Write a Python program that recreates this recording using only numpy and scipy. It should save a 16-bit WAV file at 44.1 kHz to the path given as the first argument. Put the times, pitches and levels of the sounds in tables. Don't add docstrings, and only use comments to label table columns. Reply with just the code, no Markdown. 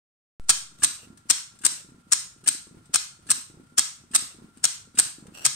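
import sys
import numpy as np
from scipy import signal
from scipy.fft import rfft, irfft
from scipy.io import wavfile

SR = 44100
rng = np.random.default_rng(int(sys.argv[2]) if len(sys.argv) > 2 else 0)


def generate_wav(signal):
    frames = np.transpose(np.atleast_2d(signal))
    scaled = np.clip(frames, -1, 1) * 32767
    pcm = np.round(scaled).astype(np.int16)
    wavfile.write(sys.argv[1], SR, pcm)


N = 244755
TIME = np.arange(N) / SR
RING_TIME = TIME[:SR // 10]
SECOND_BLOW_S = 0.004

# first blow in seconds, wait for the
# rebound in seconds, level in dB, boost of the wooden tones in dB, lead of the left ear in dB.
CLACK_STRIKES = [(0.4935, 0.0092, -11, -6.5, 1), (0.8339, .011, -13, -8, 0), (1.2999, 0.009, -13, -7.5, 4),
                 (1.6499, 0.014, -14, -9.5, 6), (2.1212, .011, -13, -13, 2.5), (2.475, 0.012, -14, -10, 3),
                 (2.941, 0.017, -14.5, -6.5, 1.5), (3.3031, 0.011, -14, -9, 2),
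                 (3.7803, .0123, -13, -8.5, 1.5), (4.1491, 0.011, -13, -11, 1.5),
                 (4.6400, 0.012, -14.5, -8.5, 4), (4.9866, 0.011, -11.5, -8.5, 0.5),
                 (5.4509, .012, -14, -8, 2)]


def clacks(second_db=3.0, rebound_db=4.5, chatter_db=1.5, trail_s=0.0088, span_s=0.022):
    out = np.zeros((2, N))
    lead_s = 0.02
    since_blow = RING_TIME - lead_s
    for k, (first_s, rebound_s, level_db, wood_db, pan_db) in enumerate(CLACK_STRIKES):
        swings_left = k % 2
        swell_s = 0.0045 if swings_left else 0.0031
        swell = np.exp(np.minimum(since_blow, 0) / swell_s)
        trail = np.exp(-np.maximum(since_blow - rebound_s, 0) / trail_s)
        contacts = swell * trail * random_taps(len(RING_TIME), per_s=2400)
        clack = from_db(chatter_db) * rattle(swings_left, wood_db + 6.5, contacts)
        for after_s, blow_db in ((0, 0), (SECOND_BLOW_S, second_db), (rebound_s, rebound_db)):
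            add(clack, lead_s + after_s, from_db(blow_db) * blow(swings_left, wood_db))
        ear_gains = from_db(level_db + pan_db * np.array([[0.5], [-0.5]]))
        add(out, first_s - lead_s, unit_energy(clack) * np.sqrt(span_s * SR) * ear_gains)
    return out


def blow(swings_left, wood_db, wood_below_hz=4800, crack_db=-1.0, crack_t60=0.019, rise_s=0.00026):
    # pitch in Hz, level on a right swing in dB,
    # level on a left swing in dB, seconds to fade by 60 dB.
    toy_tones = [(136.5, -23, -28.5, 0.21), (273, -24.5, -23, .04), (765, -18.5, -24.5, 0.013),
                 (1011, -21.5, -30.5, 0.09), (1230, -14, -16.5, 0.037), (1341, -16, -24, 0.033),
                 (1500, -21, -23.5, 0.023), (1637, -12, -14.5, 0.022), (1690, -24, -18.5, 0.034),
                 (2157, -14, -24.5, 0.063), (2515, -12.5, -18.5, 0.026), (2821, -12.5, -15, 0.019),
                 (3217, -9.5, -19.5, 0.081), (3533, -10.5, -18.5, 0.084), (3890, -12.5, -12, 0.18),
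                 (4260, -8, -14, 0.12), (4540, -10.5, -15, 0.013), (5378, -6, -22, 0.023),
                 (5820, -6.5, -15.5, 0.015), (6900, -17, -34, 0.013), (6770, -4, -34, .012),
                 (7100, -5, -26, 0.0053), (8200, -14.5, -12, .009), (8520, -8.5, -0.5, 0.0028),
                 (8479, -0.5, 3, .024), (9235, -2, -5, 0.0046), (10320, -18.5, -16, 0.036),
                 (12800, -18, -15.5, 0.0077)]
    # frequency in Hz, relative level in dB.
    crack_colour = [(40, -45), (150, -28.5), (500, -28), (1300, -13.5), (2500, -16.5), (4500, -9),
                    (6800, -6.5), (8500, 2.5), (10000, -19), (11500, -20), (15500, -27.5)]
    hz, right_db, left_db, t60 = np.transpose(toy_tones)
    level_db = (left_db if swings_left else right_db) + wood_db * (hz < wood_below_hz)
    strength = from_db(level_db) / np.sqrt(t60)
    hz = hz * (1 + np.where(hz < 8200, 0.022, 0.006) * rng.standard_normal(len(hz)))
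    spread_rad = np.minimum(hz / 2600, 1.35)
    phase = rng.uniform(0, 2 * np.pi, len(hz)) + spread_rad * rng.standard_normal((2, len(hz)))
    rings = np.exp(2j * np.pi * hz[:, None] * RING_TIME) * fade(RING_TIME, t60[:, None])
    body = ((strength * np.exp(1j * phase)) @ rings).real
    crack = noise(crack_colour, len(RING_TIME)) * fade(RING_TIME, crack_t60)
    sound = unit_energy(body) + from_db(crack_db) * unit_energy(crack)
    return unit_energy(sound * rise(RING_TIME, rise_s))


def rattle(swings_left, wood_db, contacts, parts=3):
    part_hit = np.arange(len(contacts)) % parts
    rings = [signal.fftconvolve(blow(swings_left, wood_db), [contacts * (part_hit == k)], axes=1)
             for k in range(parts)]
    return unit_energy(sum(rings))


def scuffs_and_ticks():
    # seconds ahead of the clack,
    # level in dB, boost of the wooden tones in dB.
    catch_right = [(.006, -38.5, 7)]
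    catch_left = [(.036, -51, 2), (.014, -40, 21)]
    # start in seconds, level in dB, boost of the wooden tones in dB.
    ticks = [(.786, -59, -5), (1.174, -56.5, 0), (1.589, -56.5, 1), (2.857, -62.5, 2), (4.573, -57.5, 4),
             (5.268, -56.5, 9)]
    out = np.zeros((2, N))
    for k, (clack_s, *_) in enumerate(CLACK_STRIKES):
        for ahead_s, level_db, wood_db in catch_left if k % 2 else catch_right:
            add(out, clack_s - ahead_s, touch(level_db, wood_db, settle_t60=0.11, first_tap_db=-8.5))
    for start_s, level_db, wood_db in ticks:
        add(out, start_s, touch(level_db, wood_db, settle_t60=0.07, first_tap_db=2.5))
    return out


def touch(level_db, wood_db, settle_t60, first_tap_db, span_s=0.028, left_boost_db=2.5):
    contacts = random_taps(len(RING_TIME), per_s=2000)
    trembling = unit_energy(contacts * fade(RING_TIME, settle_t60) * rise(RING_TIME, rise_s=0.0013))
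    force = trembling + from_db(first_tap_db) * (RING_TIME == 0)
    ring = blow(swings_left=True, wood_db=wood_db, wood_below_hz=3000)
    sound = signal.fftconvolve(ring, [force], axes=1)
    ear_gains = from_db([[level_db + left_boost_db], [level_db]])
    return unit_energy(sound) * np.sqrt(span_s * SR) * ear_gains


def floor_bumps(board_hz=(200, 300), pitch_spread=0.19, upper_db=-4.0, thud_db=6.0, roll_db=-12.5):
    # frequency in Hz, relative level in dB.
    roll_colour = [(50, -17), (130, -6.5), (270, 5), (400, -9.5), (600, -20), (1100, -18.5), (2200, -29.5),
                   (6000, -45.5)]
    out = np.zeros((2, N))
    for start_s, level_db in bump_events():
        hz = np.exp(pitch_spread * rng.standard_normal(2)) * board_hz
        lower, upper = np.sin(2 * np.pi * hz[:, None] * RING_TIME)
        thud = from_db(thud_db) * (lower + from_db(upper_db) * upper) * fade(RING_TIME, t60=0.022)
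        roll = from_db(roll_db) * noise(roll_colour, len(RING_TIME)) * fade(RING_TIME, t60=0.2)
        add(out, start_s, from_db(level_db) * (thud + roll) * rise(RING_TIME, rise_s=0.0027))
    return out


def bump_events(jitter_s=0.001, scatter_db=1.5, growth_db_per_s=0.85, right_db=-41, left_db=-37.5):
    # seconds from the
    # clack of the left swing, relative level in dB.
    uneven_spots = [(-.112, -47), (-.042, -43.5), (-.011, -38.5), (.038, -47.5), (.073, -43), (.196, -41),
                    (.238, -39.5), (.269, -39), (.295, -39), (.333, -46), (.42, -43.5)]
    clack_times = np.array(CLACK_STRIKES)[:, 0]
    spots = np.array([(left_s + offset_s, db + growth_db_per_s * (left_s - clack_times.mean()))
                      for left_s in clack_times[1::2] for offset_s, db in uneven_spots])
    spots += rng.standard_normal(spots.shape) * [jitter_s, scatter_db]
    thuds = [(s + SECOND_BLOW_S, left_db if k % 2 else right_db) for k, s in enumerate(clack_times)]
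    return list(spots) + thuds


def frame_squeaks(slips_per_s=1500, attack_s=0.019, release_s=0.011):
    # pitch in Hz, width in Hz, relative level in dB.
    frame_tones = [(530, 540, -2), (1470, 650, -5.5), (2720, 140, 8.5), (4260, 720, -8), (5700, 110, 2.5),
                   (7550, 340, 0.5), (8400, 640, -11), (12800, 800, -23)]
    # start in seconds, length in seconds, level in dB.
    squeaks = [(0.966, 0.09, -55.5), (1.759, 0.053, -54), (4.292, 0.035, -54), (5.333, 0.112, -45)]
    slips = rng.standard_normal((2, N)) * (rng.random(N) < slips_per_s / SR)
    sound = sum(from_db(db) * resonate(slips, hz, width_hz) for hz, width_hz, db in frame_tones)
    pressure = np.zeros(N)
    for start_s, length_s, level_db in squeaks:
        press = np.clip((TIME - start_s) / attack_s, 0, 1)
        let_go = np.exp(-np.maximum(TIME - start_s - length_s, 0) / release_s)
        pressure += from_db(level_db) * press * let_go
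    return unit_energy(sound) * np.sqrt(N) * pressure


def room(directions, level_db=-13.0):
    echoed = sum(signal.fftconvolve([sent], echoes(), axes=1)[:, :N] for sent in directions)
    return from_db(level_db) * echoed / np.sqrt(len(directions))


def echoes(first_wall_s=0.00064, build_s=0.032):
    # frequency in Hz, relative level in dB.
    echo_colour = [(100, -2.5), (500, -5.5), (1000, 0.5), (3000, 2), (6000, 1.5), (8500, -2.5),
                   (11000, -4.5), (12700, 1), (15000, -22.5)]
    # frequency in Hz, seconds to fade by 60 dB.
    echo_lengths = [(150, 0.37), (1000, 0.38), (4000, 0.36), (8500, 0.34), (14000, 0.32)]
    t = TIME[:SR // 2]
    hz = np.arange(len(t) // 2 + 1) * SR / len(t)
    spectrum = rfft(noise(echo_colour, len(t)))
    edges_hz = np.geomspace(20, SR / 2, num=15)
    tail = np.zeros((2, len(t)))
    for low, high in zip(edges_hz, edges_hz[1:]):
        band = irfft(spectrum * ((hz >= low) & (hz < high)), len(t))
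        tail += band * fade(t, at_hz(echo_lengths, np.sqrt(low * high)))
    return unit_energy(tail * rise(np.maximum(t - first_wall_s, 0), build_s))


def gear_whirr(level_db=-61.0, flutter_db=3.0, flutter_hz=70):
    # frequency in Hz, relative level in dB.
    whirr_colour = [(25, -10), (70, -2.5), (140, 2.5), (280, -10.5), (520, -19.5), (1100, -19), (1375, -22),
                    (1700, -22), (4000, -24), (7000, -26), (8600, -17.5), (10500, -31.5), (15500, -39.5)]
    flutter_times = np.arange(N // 100) / flutter_hz
    flutter = np.interp(TIME, flutter_times, rng.standard_normal(len(flutter_times)))
    return noise(whirr_colour, N) * from_db(level_db + flutter_db * flutter)


def gear_hum(pitch_hz=1380, width_hz=35, level_db=-67.0):
    hum = resonate(rng.standard_normal((2, N)), pitch_hz, width_hz)
    return from_db(level_db) * np.sqrt(N) * unit_energy(hum)


def noise(colour, size, alike_below_hz=260):
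    hz = np.arange(size // 2 + 1) * SR / size
    middle, side = rfft(rng.standard_normal((2, size)))
    side = side * hz ** 2 / (hz ** 2 + alike_below_hz ** 2)
    spectrum = (middle + side * [[1], [-1]]) * from_db(at_hz(colour, hz))
    return unit_energy(irfft(spectrum, size)) * np.sqrt(size)


def random_taps(size, per_s):
    return rng.standard_normal(size) * (rng.random(size) < per_s / SR)


def resonate(sound, hz, width_hz):
    return signal.lfilter(*signal.iirpeak(hz, hz / width_hz, fs=SR), sound)


def rise(t, rise_s):
    return 1 - np.exp(-t / rise_s)


def fade(t, t60):
    return from_db(-60 * t / t60)


def from_db(db):
    return 10 ** (np.asarray(db) / 20)


def at_hz(table, hz):
    known_hz, values = np.transpose(table)
    return np.interp(np.log(np.maximum(hz, 1)), np.log(known_hz), values)


def unit_energy(sound):
    return sound / np.sqrt(np.sum(sound ** 2) / 2 + 1e-20)


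def add(out, start_s, sound):
    start = round(start_s * SR)
    out[:, start:start + sound.shape[-1]] += sound[..., :N - start]


def scene():
    small_sounds = scuffs_and_ticks() + floor_bumps()
    upwards = clacks() + small_sounds
    sideways = clacks() + small_sounds
    return upwards + room([*upwards, *sideways]) + gear_whirr() + gear_hum() + frame_squeaks()


def record(dry, mic_on_s=0.398, thump_db=-32.0, settle_s=0.11, cutoff_hz=15700):
    since_on = np.maximum(TIME - mic_on_s, 0)
    thump = from_db(thump_db) * np.exp(-since_on / settle_s)
    live = (dry - thump) * (since_on > 0)
    low_pass = signal.ellip(10, 0.1, 70, cutoff_hz, fs=SR, output="sos")
    return signal.sosfilt(low_pass, np.tanh(live))


dry = scene()
out = record(dry)
generate_wav(out)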